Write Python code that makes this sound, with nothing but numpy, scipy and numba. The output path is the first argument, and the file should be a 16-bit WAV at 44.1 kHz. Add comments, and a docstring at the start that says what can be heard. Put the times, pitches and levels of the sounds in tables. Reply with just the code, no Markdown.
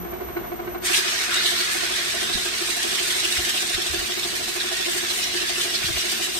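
"""A wood lathe spins a turned baluster in a small workshop, about eight turns a second, close to the microphone.
From the start the motor hums, its inverter whines, a panel drones, and the belt joint strikes and rings the frame.
In the first 0.8 s a loose part also rattles as decaying noise bursts ring its modes; thumps come now and then.
Then a gloved hand presses sandpaper on the wood: filtered noise hisses, swelling as high spots come round,
and clumps of grit catch in short narrow-band screeches; the bite eases as the wood gets smooth."""
import sys
import numpy as np
from scipy import signal
from scipy.fft import rfft, irfft
from scipy.io import wavfile
from scipy.ndimage import uniform_filter1d
from numba import njit

SR = 44100
rng = np.random.default_rng(int(sys.argv[2]) if len(sys.argv) > 2 else 0)


def dump(signal):
    """Clip the signal to [-1, 1] and save it as 16-bit WAV at the path in sys.argv[1]."""
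    limited = np.clip(np.atleast_2d(signal).T, -1, 1)
    pcm = np.round(limited * 32767).astype(np.int16)
    wavfile.write(sys.argv[1], SR, pcm)


N = 281799
T = np.arange(N) / SR


def undb(db):
    """Logarithmic level: decibels to amplitude gain."""
    return 10 ** (np.asarray(db) / 20)


def level(x, db=0):
    """Energy normalisation: set the rms level."""
    return x * undb(db) / np.sqrt(np.mean(x ** 2))


def curve(table, axis=1):
    """Linear interpolation: one column of a table against time."""
    rows = np.array(table)
    return np.interp(T, rows[:, 0], rows[:, axis])


def pan(db):
    """Interchannel level difference: channel gains for a left-minus-right level."""
    return undb(np.array([[db], [-db]]) / 2)


def noise():
    """Uncorrelated white noise at the two ports."""
    return rng.standard_normal((2, N))


def walk(rate):
    """Low-pass random process: levels held 1 / rate s and smoothed twice; spread near 1."""
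    hold = int(SR / rate)
    steps = np.repeat(rng.standard_normal(N // hold + 1), hold)
    return 1.3 * uniform_filter1d(uniform_filter1d(steps, hold), hold)[:N]


def colour(x, points):
    """Linear filtering: shape the spectrum by (frequency [Hz], gain [dB]) points."""
    hz, db = np.transpose(points)
    f = np.maximum(np.fft.rfftfreq(2 * SR * 4, 1 / SR), 1)
    gain = undb(np.interp(np.log(f), np.log(hz), db))
    return irfft(rfft(x, 2 * (len(f) - 1)) * gain)[..., :N]


@njit
def resonate(x, hz, width):
    """Resonance: a state-variable band-pass with a moving centre, gain 1 there."""
    y, band, low = np.empty(len(x)), 0., 0.
    for i in range(len(x)):
        g, damping = np.tan(np.pi * hz[i] / SR), width / hz[i]
        v = (band + g * (x[i] - low)) / (1 + g * (g + damping))
        band, low, y[i] = 2 * v - band, low + 2 * g * v, damping * v
    return y


def ring_both(x, centre, width):
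    """Resonance at each port alike."""
    return np.array([resonate(side, centre, float(width)) for side in x])


def swell(x, centre, width):
    """Gaussian envelope: a bell-shaped rise and fall."""
    return np.exp(-((x - centre) / width) ** 2 / 2)


def between(start, end):
    """Gating: a window in time with sloping sides."""
    fade = min((end - start) / 3, .3)
    return np.clip((T - start) / fade + .5, 0, 1) * np.clip((end - T) / fade + .5, 0, 1)


def workshop(x, wet_db, t60):
    """Diffuse reverberation: add an exponentially decaying noise tail, different at each port."""
    t = T[:SR // 2]
    tail = rng.standard_normal((2, len(t))) * undb(-60 * t / t60) * (t > .004)
    tail /= np.sqrt(np.sum(tail ** 2, axis=1, keepdims=True))
    return x + undb(wet_db) * signal.fftconvolve(x, tail, axes=1)[:, :N]


# a panel that drones with the motor: (centre [Hz], width [Hz], level [dB])
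DRONING_PANEL = (229, 12.3, -51)


def panel():
    """Forced vibration: one panel drones throughout, as narrow-band noise."""
    hz, width, db = DRONING_PANEL
    band = signal.butter(2, [hz - width / 2, hz + width / 2], "band", fs=SR, output="sos")
    return level(signal.sosfilt(band, noise()), db)


def tone(hz, db):
    """Random modulation: a line shimmers by reflections off the spinning parts, a touch later at the right."""
    shimmer = np.array([1 + .22 * (walk(22) + 1j * walk(22)) for _ in range(2)])
    lag_s = np.array([[0], [2e-5]])
    line = np.exp(2j * np.pi * (hz * (T - lag_s) + rng.random()))
    return level(np.real(shimmer * line), db)


SUPPLY_HZ = 59.2  # inverter output
# lines of the magnetic hum, one entry a line: (multiple of the supply rate)
HUM_MULTIPLES = [1, 3, 4, 6]
# their strength before the arm shades them: (level [dB])
HUM_LEVELS = [-49, -60.5, -55.5, -45.5]
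# how strongly each fades once the arm covers the motor: (multiple of the shading)
HUM_FADES = [2.4, 2.3, 2.9, 1.75]
# spectrum of bearings and fan: (frequency [Hz], relative density [dB per Hz])
RUNNING_SPECTRUM = [(15, -44), (25, -16), (63, -10.5), (113, -11), (200, -10), (277, -11), (375, -3),
                    (545, -16), (719, -7.5), (850, -17), (1060, -14.5), (1270, -16.5), (1470, -18),
                    (1680, -19), (2200, -21), (2420, -23.5), (2850, -25), (5340, -35.5), (6060, -31),
                    (6870, -40), (8390, -37.5), (10300, -47), (13000, -77), (22000, -120)]


def motor():
    """Magnetostatic force and turbulence: hum at multiples of the supply rate, and the rush of fan and bearings."""
    # the machine is quieter once the hand steadies the work and the arm covers the motor;
    # each part below scales this shading by a factor of its own
    shading = np.interp(T, [.7, 1.05], [0, -4])
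    hum = 0
    for multiple, db, fade in zip(HUM_MULTIPLES, HUM_LEVELS, HUM_FADES):
        hum = hum + tone(multiple * SUPPLY_HZ, db) * undb(fade * shading)
    shared = 0.22 * rng.standard_normal(N)
    rush = level(colour(noise() + shared, RUNNING_SPECTRUM), -35.5)
    rumble = colour(rush, [(90, -3.0), (180, -10)])
    upper = (rush - rumble) * undb(0.37 * walk(6.3) + 1.22 * shading)
    rumble = rumble * undb(1.9 * walk(10) + 0.84 * shading)
    return hum * pan(-3) + (upper + rumble) * pan(-2.2)


SWITCH_HZ, MAINS_HZ = 6002.5, 50  # inverter switching; mains rate
# lines of the whine: (multiple of the switching rate, offset in supply rates, level before the sway [dB])
WHINE_LINES = [(1, -2, -78), (1, -.5, -60.5), (1, 1, -76), (2, -6, -60), (2, 0, -42.5), (2, 6, -65)]
# the hand-held microphone sways through standing waves: (time [s], lag of the right port [s], whine gain [dB])
MICROPHONE_SWAY = [(0, -59e-6, 2), (.7, -57e-6, 1.5), (1.2, -57e-6, -5.5), (1.5, 0, -4.5), (1.7, 38e-6, -5),
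                   (2.65, 35e-6, -8), (3.3, 35e-6, -3.5), (3.5, 0, -3), (3.75, -43e-6, -5.5),
                   (3.95, -8e-6, -5), (4.4, -2e-6, -6), (4.65, 40e-6, -6), (4.95, 5e-6, -4.5),
                   (5.5, -38e-6, -3), (6.05, -6e-6, -4.5), (6.4, 12e-6, -5.5)]


def whine():
    """Phase modulation: the switching makes the motor whistle in lines that wobble slightly at the mains rate."""
    heard = T - np.outer([0, 1], curve(MICROPHONE_SWAY))
    wobble = .21 * np.sin(2 * np.pi * MAINS_HZ * T)  # radians, for the first switching multiple
    lines = 0
    for multiple, offset, db in WHINE_LINES:
        hz = multiple * SWITCH_HZ + offset * SUPPLY_HZ
        phase = 2 * np.pi * (hz * heard + rng.random()) + multiple * wobble
        lines = lines + undb(db) * np.sqrt(2) * np.sin(phase)
    roughness = 1 + 0.3 * walk(120) + 0.086 * walk(600)
    return lines * roughness * undb(curve(MICROPHONE_SWAY, axis=2))


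BELT_LAPS_PER_TURN, BELT_START_LAPS, BELT_LAG_S = 1.59, .56, 0.004043
# modes of the lathe frame: (frequency [Hz], relative level [dB], t60 [s])
FRAME_MODES = [(354.3, -2.2, 0.16), (390.4, -7, 0.13), (629, -10.5, 0.11), (696.8, -7, 0.11),
               (741.6, -9, 0.1), (1060, -11, 0.079), (1481, -11, 0.11), (2220, -17, 0.14)]
# chatter of the belt on its pulleys: (frequency [Hz], relative density [dB per Hz])
CHATTER_SPECTRUM = [(150, -26), (300, -6.5), (370, -3), (440, -5.5), (560, -16.5), (710, -4.5),
                    (850, -14.5), (1070, -7), (1270, -9.5), (1470, -13.5), (1700, -13), (2200, -13.5),
                    (2450, -23), (4000, -29), (9000, -41), (14000, -70)]
# slaps that land harder or softer than the rest: (time [s], low modes [dB], high modes [dB])
SLAP_ACCENTS = [(.06, 0, -1), (.14, 3, 3), (.22, 2, 2), (.29, 1, -4), (.37, 8, 4), (.45, -3, 1),
                (.53, 4.5, 6.5), (.6, 0, 3), (.68, 6, -2), (.76, 5.5, 0), (.91, 4, 1), (.98, 4, -1),
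                (1.06, 1, -1), (1.14, -7, 1.5), (1.21, -9, -3), (1.29, -1, 2), (1.45, 1.5, 3), (1.53, 0, 4),
                (1.6, 2.5, -1), (1.68, -4, -5), (1.99, -4, 2), (2.07, -4, -6), (2.15, -1.5, 6.5),
                (2.54, -6, -5), (2.62, 3.5, 2), (2.7, -1.5, -1), (2.77, -5, 3), (2.85, 4, 2), (2.93, -1, 0),
                (3.01, 0, -1), (3.09, -2, -8), (3.24, 3, -2), (3.32, -1, -4), (3.48, 0, -1), (3.55, -3, 4),
                (3.63, -2, 0), (3.71, -3.5, -2), (3.79, 3, 0), (3.87, -3, 0), (3.94, 5, 5), (4.02, 1, -0.5),
                (4.1, 0, 1), (4.33, 0, -5), (4.41, -6, 2), (4.57, 2, 2), (4.72, 2, 4.5), (4.88, 6, 6),
                (5.04, -2, -2), (5.19, -4, -2), (5.27, -8, 1.5), (5.35, 5, -4), (5.43, 3, -4),
                (5.5, -0.5, 5), (5.58, 1, -6), (5.66, -1, 1), (5.82, -4, -4), (5.89, 2, 0), (5.97, -7, 3),
                (6.05, 2, 3), (6.13, -1.5, 0), (6.21, 2, 0), (6.29, 0.5, -3)]


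def belt(turns):
    """Impact excitation of modes: the belt's joint hits a pulley once a lap, with a scuff, and the frame rings."""
    laps = BELT_LAPS_PER_TURN * np.interp(T - BELT_LAG_S, T, turns) + BELT_START_LAPS
    lap = np.floor(laps)
    accents = {lap[int(at * SR)]: db for at, *db in SLAP_ACCENTS}
    hz, db, t60 = np.transpose(FRAME_MODES)[:, :, None]
    t = T[:SR // 5]
    # the higher modes vary more in pitch and strength from blow to blow
    high = np.clip((hz - 400) / 200, 0, 1)
    detune = .015 + .01 * high
    # the rubber is soft, so the ring builds up over several cycles
    rise_s = 0.018
    shape = undb(db - 60 * t / t60) * (1 - np.exp(-(t / rise_s) ** 2))
    ring = np.zeros((2, N + len(t)))
    for start in np.flatnonzero(np.diff(lap)) + 1:
        low_db, high_db = accents.get(lap[start], (0, 0))
        tune, size = rng.standard_normal((2, len(FRAME_MODES), 1))
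        # in the reverberant field the two ports hear each mode about a quarter cycle apart
        apart = rng.choice([-.25, .25]) + .04 * rng.standard_normal((len(FRAME_MODES), 1))
        phase = rng.random() + high * rng.random((len(FRAME_MODES), 1)) + np.array([0 * apart, apart])
        modes = np.sin(2 * np.pi * (hz * (1 + detune * tune) * t + phase))
        # an accent acts mainly on the frame's strong modes, below about 1 kHz
        accent_db = np.interp(hz, [400, 600, 800, 1400], [low_db, high_db, high_db, 0])
        strength = undb(accent_db + .5 * (1 + high) * size)
        ring[:, start:start + len(t)] += np.sum(modes * shape * strength, axis=1)
    # a main scuff, then a weaker one as the slack side swings back; places in laps
    scuff = swell(laps % 1, .22, .08) + .45 * swell(laps % 1, .52, .17)
    chatter = colour(noise() * scuff * undb(3.6 * walk(400)), CHATTER_SPECTRUM)
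    slaps = level(ring[:, :N], -36.0) + level(chatter, -44.5)
    return workshop(slaps, wet_db=-16, t60=.3) * pan(-1.5)


# dry rattles while the spindle runs free: (time [s], level [dB], decay [s])
RATTLE_TIMES = [(.137, -35, .016), (.217, -39, .012), (.284, -34, .016), (.366, -28, .017),
                (.517, -33.5, .012), (.593, -32, .01), (.673, -32.5, .014), (.745, -31, .02)]
# what the loose part rings with: (frequency [Hz], width [Hz], relative level [dB])
LOOSE_PART_MODES = [(720, 90, 0), (1070, 100, 2.5), (1480, 90, 2), (1870, 180, -10), (2230, 130, -3.5),
                    (2830, 300, -12), (4080, 200, -13)]


def rattles():
    """Modal response to noise: something loose chatters in dying bursts of clicks that ring its modes."""
    rise_s, force = 0.004, 0
    for at, db, decay in RATTLE_TIMES:
        onset = np.clip((T - at) / rise_s + .5, 0, 1)
        force = force + undb(db) * onset * np.exp(-np.abs(T - at) / decay)
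    clicks = level(noise() * undb(2 * walk(700))) * force
    ring = 0
    for k, (hz, width, db) in enumerate(LOOSE_PART_MODES):
        sign = (-1) ** k  # neighbouring modes in opposite phase
        ring = ring + sign * undb(db) * ring_both(clicks, np.full(N, float(hz)), width)
    ring = colour(ring, [(4500, 0), (9000, -12), (13000, -45)])
    return level(ring) * np.sqrt(np.mean(force ** 2))


# handling thumps: (time [s], frequency [Hz], half length [s], peak before pan [dB], rumble re thud [dB])
HANDLING_THUMPS = [(.025, 176, 0.025, -32.5, -25), (0.288, 65, .012, -37, -11),
                   (2.357, 200, 0.0038, -25, -16), (2.372, 70, 0.006, -39, -3),
                   (3.395, 72, 0.0061, -30, -13), (3.428, 65, .01, -40, -9), (3.758, 74.5, 0.0064, -36, -2),
                   (3.915, 75, 0.0076, -29.5, -13), (3.975, 60, 0.016, -35, -10),
                   (4.025, 60, 0.011, -39, -13), (5.847, 141, 0.0033, -28.5, -18),
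                   (5.876, 88, .009, -32, -11), (5.91, 105, 0.0034, -28, -11),
                   (5.962, 66, 0.0095, -29.5, -11)]


def thumps():
    """Structure-borne sound: each nudge of the hand on the microphone is a low thud within a short rumble."""
    shared = 0.63 * rng.standard_normal(N)
    rumble = colour(noise() + shared, [(15, -10), (32, -1), (90, -7), (260, -18), (2000, -80)])
    rumble = level(rumble)
    out = 0
    for at, hz, length, db, rumble_db in HANDLING_THUMPS:
        t = T - at - np.array([[0], [0.0013]])  # the right port moves 1.3 ms later
        thud = np.sin(2 * np.pi * (hz * t + rng.random())) * swell(T, at, length)
        around = undb(rumble_db) * rumble * swell(T, at, 3.0 * length)
        out = out + undb(db) * (thud + around)
    return out * pan(-1)


# clumps of grit that catch: (time [s], centre [Hz], width [Hz], half length [s], level before envelope and pan [dB])
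GRIT_CATCHES = [(0.903, 1700, 900, .012, -29), (0.945, 2780, 1100, 0.0078, -18),
                (1.084, 3300, 2500, .008, -24), (1.327, 2000, 1400, 0.0095, -27),
                (1.332, 3700, 700, 0.0099, -26), (1.371, 3620, 700, 0.0076, -28),
                (1.408, 1550, 400, 0.0074, -30), (1.438, 3450, 600, .006, -31),
                (1.465, 4030, 700, 0.0086, -20), (1.84, 3450, 500, 0.0068, -33),
                (2.34, 4130, 900, 0.0051, -23), (2.836, 3300, 600, .01, -27), (2.947, 3760, 500, .008, -30),
                (2.99, 2720, 1800, 0.0072, -24.5), (3.11, 3640, 700, .008, -25),
                (3.126, 1600, 400, 0.0072, -34), (3.251, 2900, 600, .009, -21.5),
                (3.371, 1800, 600, .009, -28), (3.494, 2500, 1300, 0.0088, -27),
                (3.508, 5170, 700, .006, -30), (3.548, 3350, 400, .008, -29),
                (3.575, 3140, 1200, .008, -22), (3.693, 3960, 700, .006, -31),
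                (3.746, 1730, 500, 0.0096, -28), (3.749, 4000, 1100, .008, -26),
                (3.87, 3200, 700, .008, -27), (3.995, 4310, 700, .008, -33),
                (3.997, 1720, 400, 0.011, -31.5), (4.126, 3150, 500, .008, -30.5),
                (4.24, 3550, 500, 0.01, -26.5), (4.614, 1760, 500, 0.011, -32),
                (4.61, 3750, 900, .01, -25.5), (4.735, 3150, 700, 0.0088, -31),
                (4.861, 2950, 400, 0.0082, -29), (4.983, 1770, 400, 0.011, -31),
                (5.108, 3960, 500, 0.0092, -28), (5.19, 2930, 400, .008, -31), (5.24, 5680, 800, .007, -26),
                (5.364, 4310, 700, .007, -31), (5.375, 1830, 400, .01, -29), (5.565, 2850, 250, .009, -29),
                (5.613, 3450, 600, .009, -26.5), (5.756, 4500, 1600, 0.011, -24),
                (5.838, 2200, 1300, 0.0092, -28), (5.86, 3770, 1500, .008, -25),
                (5.966, 2240, 900, .008, -28), (5.99, 4480, 900, .007, -32),
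                (6.013, 5400, 800, .007, -26.5), (6.023, 2240, 800, .007, -30),
                (6.104, 4310, 800, 0.0089, -31), (6.127, 5000, 900, .007, -31),
                (6.23, 2930, 600, .008, -31)]


def catches():
    """Stick-slip friction: a clump of grit catches for some milliseconds and rings paper and wood in one band."""
    out, count = np.zeros((2, N)), SR // 10
    for at, hz, width, length, db in GRIT_CATCHES:
        start = int(at * SR) - count // 2
        edges = [max(hz - width / 2, 100), hz + width / 2]
        band = signal.butter(2, edges, "band", fs=SR, output="sos")
        screech = level(signal.sosfilt(band, rng.standard_normal((2, count))), db)
        out[:, start:start + count] += screech * swell(T[start:start + count], at, length)
    return out * pan(-2.3)


def glance(x, count=18):
    """Comb interference: reflections between hand and wood come and go, so patches of the spectrum swell and fade."""
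    out = x
    for lag in rng.integers(20, 150, count):  # samples
        out = out + .12 * walk(42) * np.roll(x, lag, axis=1)
    return out


def scratches(rate, decay_s):
    """Shot noise: grits dig in at random with a sudden start and a quick fade; mean 0, spread 1."""
    bites = (rng.random(N) < rate / SR) * rng.uniform(0.68, 1, N)
    fading = signal.lfilter([1], [1, -np.exp(-1 / (decay_s * SR))], bites)
    return level(fading - fading.mean())


# the paper lands, then bites less as the wood gets smooth
TOUCH_S, LANDING_S, SMOOTHING_S = 0.805, 0.057, 1.54
# on smooth wood: (hiss level [dB], rasp re hiss [dB], fizz re hiss [dB])
SMOOTH_LEVELS = [-26.5, -0.7, 0.34]
# extra on rough wood: (hiss [dB], rasp [dB], fizz [dB])
ROUGH_EXTRA = [4, 4, -0.5]
# the hand leans in or eases off: (time [s], half length [s], hiss [dB], rasp re hiss [dB], fizz re hiss [dB])
HAND_LEANS = [(0.858, 0.01, -1.5, 0.5, 9), (.905, .018, 0, 0.5, 2), (0.965, 0.023, 6.5, -4.5, 3),
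              (1.283, 0.012, -4, 2, -1), (1.352, 0.073, 0, 1.5, -1), (1.465, 0.024, 0.5, -2.5, 1.5),
              (1.7, 0.33, 0.5, 0.8, 1), (3.244, 0.36, 2.5, 0.2, 1.5), (3.657, 0.15, 0.3, -1, 0.5),
              (4.425, 0.091, -0.4, -1, 0), (5.637, 0.57, 2.06, -1.2, 1.2), (6.33, .06, -1, -1.5, 0.5)]


def pressure():
    """Contact force: hiss, rasp and fizz in dB settle as the wood gets smooth and follow the leaning hand."""
    rough = np.exp(-np.maximum(T - TOUCH_S, 0) / SMOOTHING_S)
    settling = np.array(SMOOTH_LEVELS)[:, None] + np.outer(ROUGH_EXTRA, rough)
    return settling + sum(np.outer(db, swell(T, at, length)) for at, length, *db in HAND_LEANS)


# high spots the paper rides over: (start [s], end [s], angle [turns], width [turns], rise before centring [dB])
WOOD_HIGH_SPOTS = [(.8, 2.8, 0.11, 0.084, 1.5), (1, 2.76, 0.96, 0.023, 2.5), (2.63, 4.9, 0.95, 0.033, 3),
                   (3.04, 5.2, 0.32, 0.072, 3), (5.18, 6.36, 0.45, 0.12, 3.5)]
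# sandpaper on wood: (frequency [Hz], relative density [dB per Hz])
GRIT_SPECTRUM = [(530, -46), (900, -12.5), (1720, -1.5), (2460, -1), (2840, 0), (3130, -0.5), (3790, 0.5),
                 (4700, -2.5), (5290, -2), (7490, -7.5), (8340, -8), (10500, -13), (12400, -14.5),
                 (14600, -22), (15700, -27)]
# resonances of paper and wood: (start [s], end [s], mean centre [Hz], width [Hz], mean level re grits [dB])
PAPER_RESONANCES = [(.8, 6.5, 1690, 140, -14), (1.02, 1.26, 6500, 700, -6), (1.3, 1.95, 1450, 350, -7),
                    (1.31, 1.66, 3950, 600, -3), (1.8, 2.45, 3480, 300, -6), (1.7, 6.5, 3950, 300, -15),
                    (2.8, 4, 3250, 600, -13), (4.5, 6.5, 1850, 300, -12), (4.5, 6.5, 2890, 130, -6.5)]


def sandpaper(turns):
    """Friction noise: countless grits catch and let go; paper, wood and the cupped hand colour their hiss."""
    hiss_db, rasp_db, fizz_db = pressure()
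    ride_db = 0
    for start, end, angle, width, db in WOOD_HIGH_SPOTS:
        ride_db = ride_db + db * between(start, end) * swell((turns - angle + .5) % 1, 0.495, width)
    # centred on its quarter-second average
    ride_db = ride_db - uniform_filter1d(ride_db, SR // 4)
    # mostly fine scratches, now and then a coarse grit
    grits = noise() * undb(2.3 * np.minimum(rng.exponential(size=N), 4))
    grits = level(glance(grits)) * undb(.45 * scratches(70, .008))
    rings = 0
    for start, end, hz, width, db in PAPER_RESONANCES:
        centre = hz * (1 + 0.043 * walk(6.1))
        gain = between(start, end) * undb(db + 3.9 * walk(13))
        rings = rings + gain * ring_both(grits, centre, width)
    hiss = level(colour(grits + rings, GRIT_SPECTRUM))
    # a broad, firm contact rasps lower; the edge of the paper fizzes and flutters on its own
    rasp = colour(hiss, [(1900, 0), (2500, -6), (3300, -30)])
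    fizz = colour(hiss, [(4500, -30), (6000, -6), (8000, 0)])
    body = (hiss - rasp - fizz) * undb(0.2 * walk(20)) * pan(-3.0)
    rasp = rasp * undb(rasp_db + 0.2 * walk(24.07) - 0.78 * ride_db) * pan(-0.58)
    flutter_db = 1.1 * scratches(50, .012) + 1.1 * walk(14)
    fizz = fizz * undb(fizz_db + flutter_db + 0.036 * ride_db) * pan(-0.48)
    rub = (rasp + body + fizz) * undb(hiss_db + ride_db)
    touch = np.clip((T - TOUCH_S) / LANDING_S, 0, 1) ** 2
    return workshop(rub * touch, wet_db=-19, t60=.2)


# spindle speed: (time [s], rate [turns per second])
SPINDLE_SPEED = [(0, 7.989), (.9, 8.293), (1.3, 8.083), (2.2, 8.051), (4.5, 8.071), (6.4, 8.03)]


def scene():
    """Superposition of the sources; the spindle's turning times both the belt and the sanding."""
    turns = np.cumsum(curve(SPINDLE_SPEED)) / SR
    machine = panel() + motor() + whine() + belt(turns) + rattles()
    return machine + thumps() + catches() + sandpaper(turns)


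def record(dry):
    """Port resonance and saturation: ports ring near 8 kHz, the right most; peaks are rounded, the top cut steeply."""
    left = colour(dry[0], [(7950, 0), (8100, 2), (8300, 1), (9300, 0)])
    right = colour(dry[1], [(7920, -1), (8050, 9), (8250, 6), (8500, 3), (9100, 0)])
    top_cut = signal.ellip(10, .2, 80, 15600, fs=SR, output="sos")  # low-pass edge at 15600 Hz
    return signal.sosfilt(top_cut, np.tanh([left, right]))


dry = scene()
out = record(dry)
dump(out)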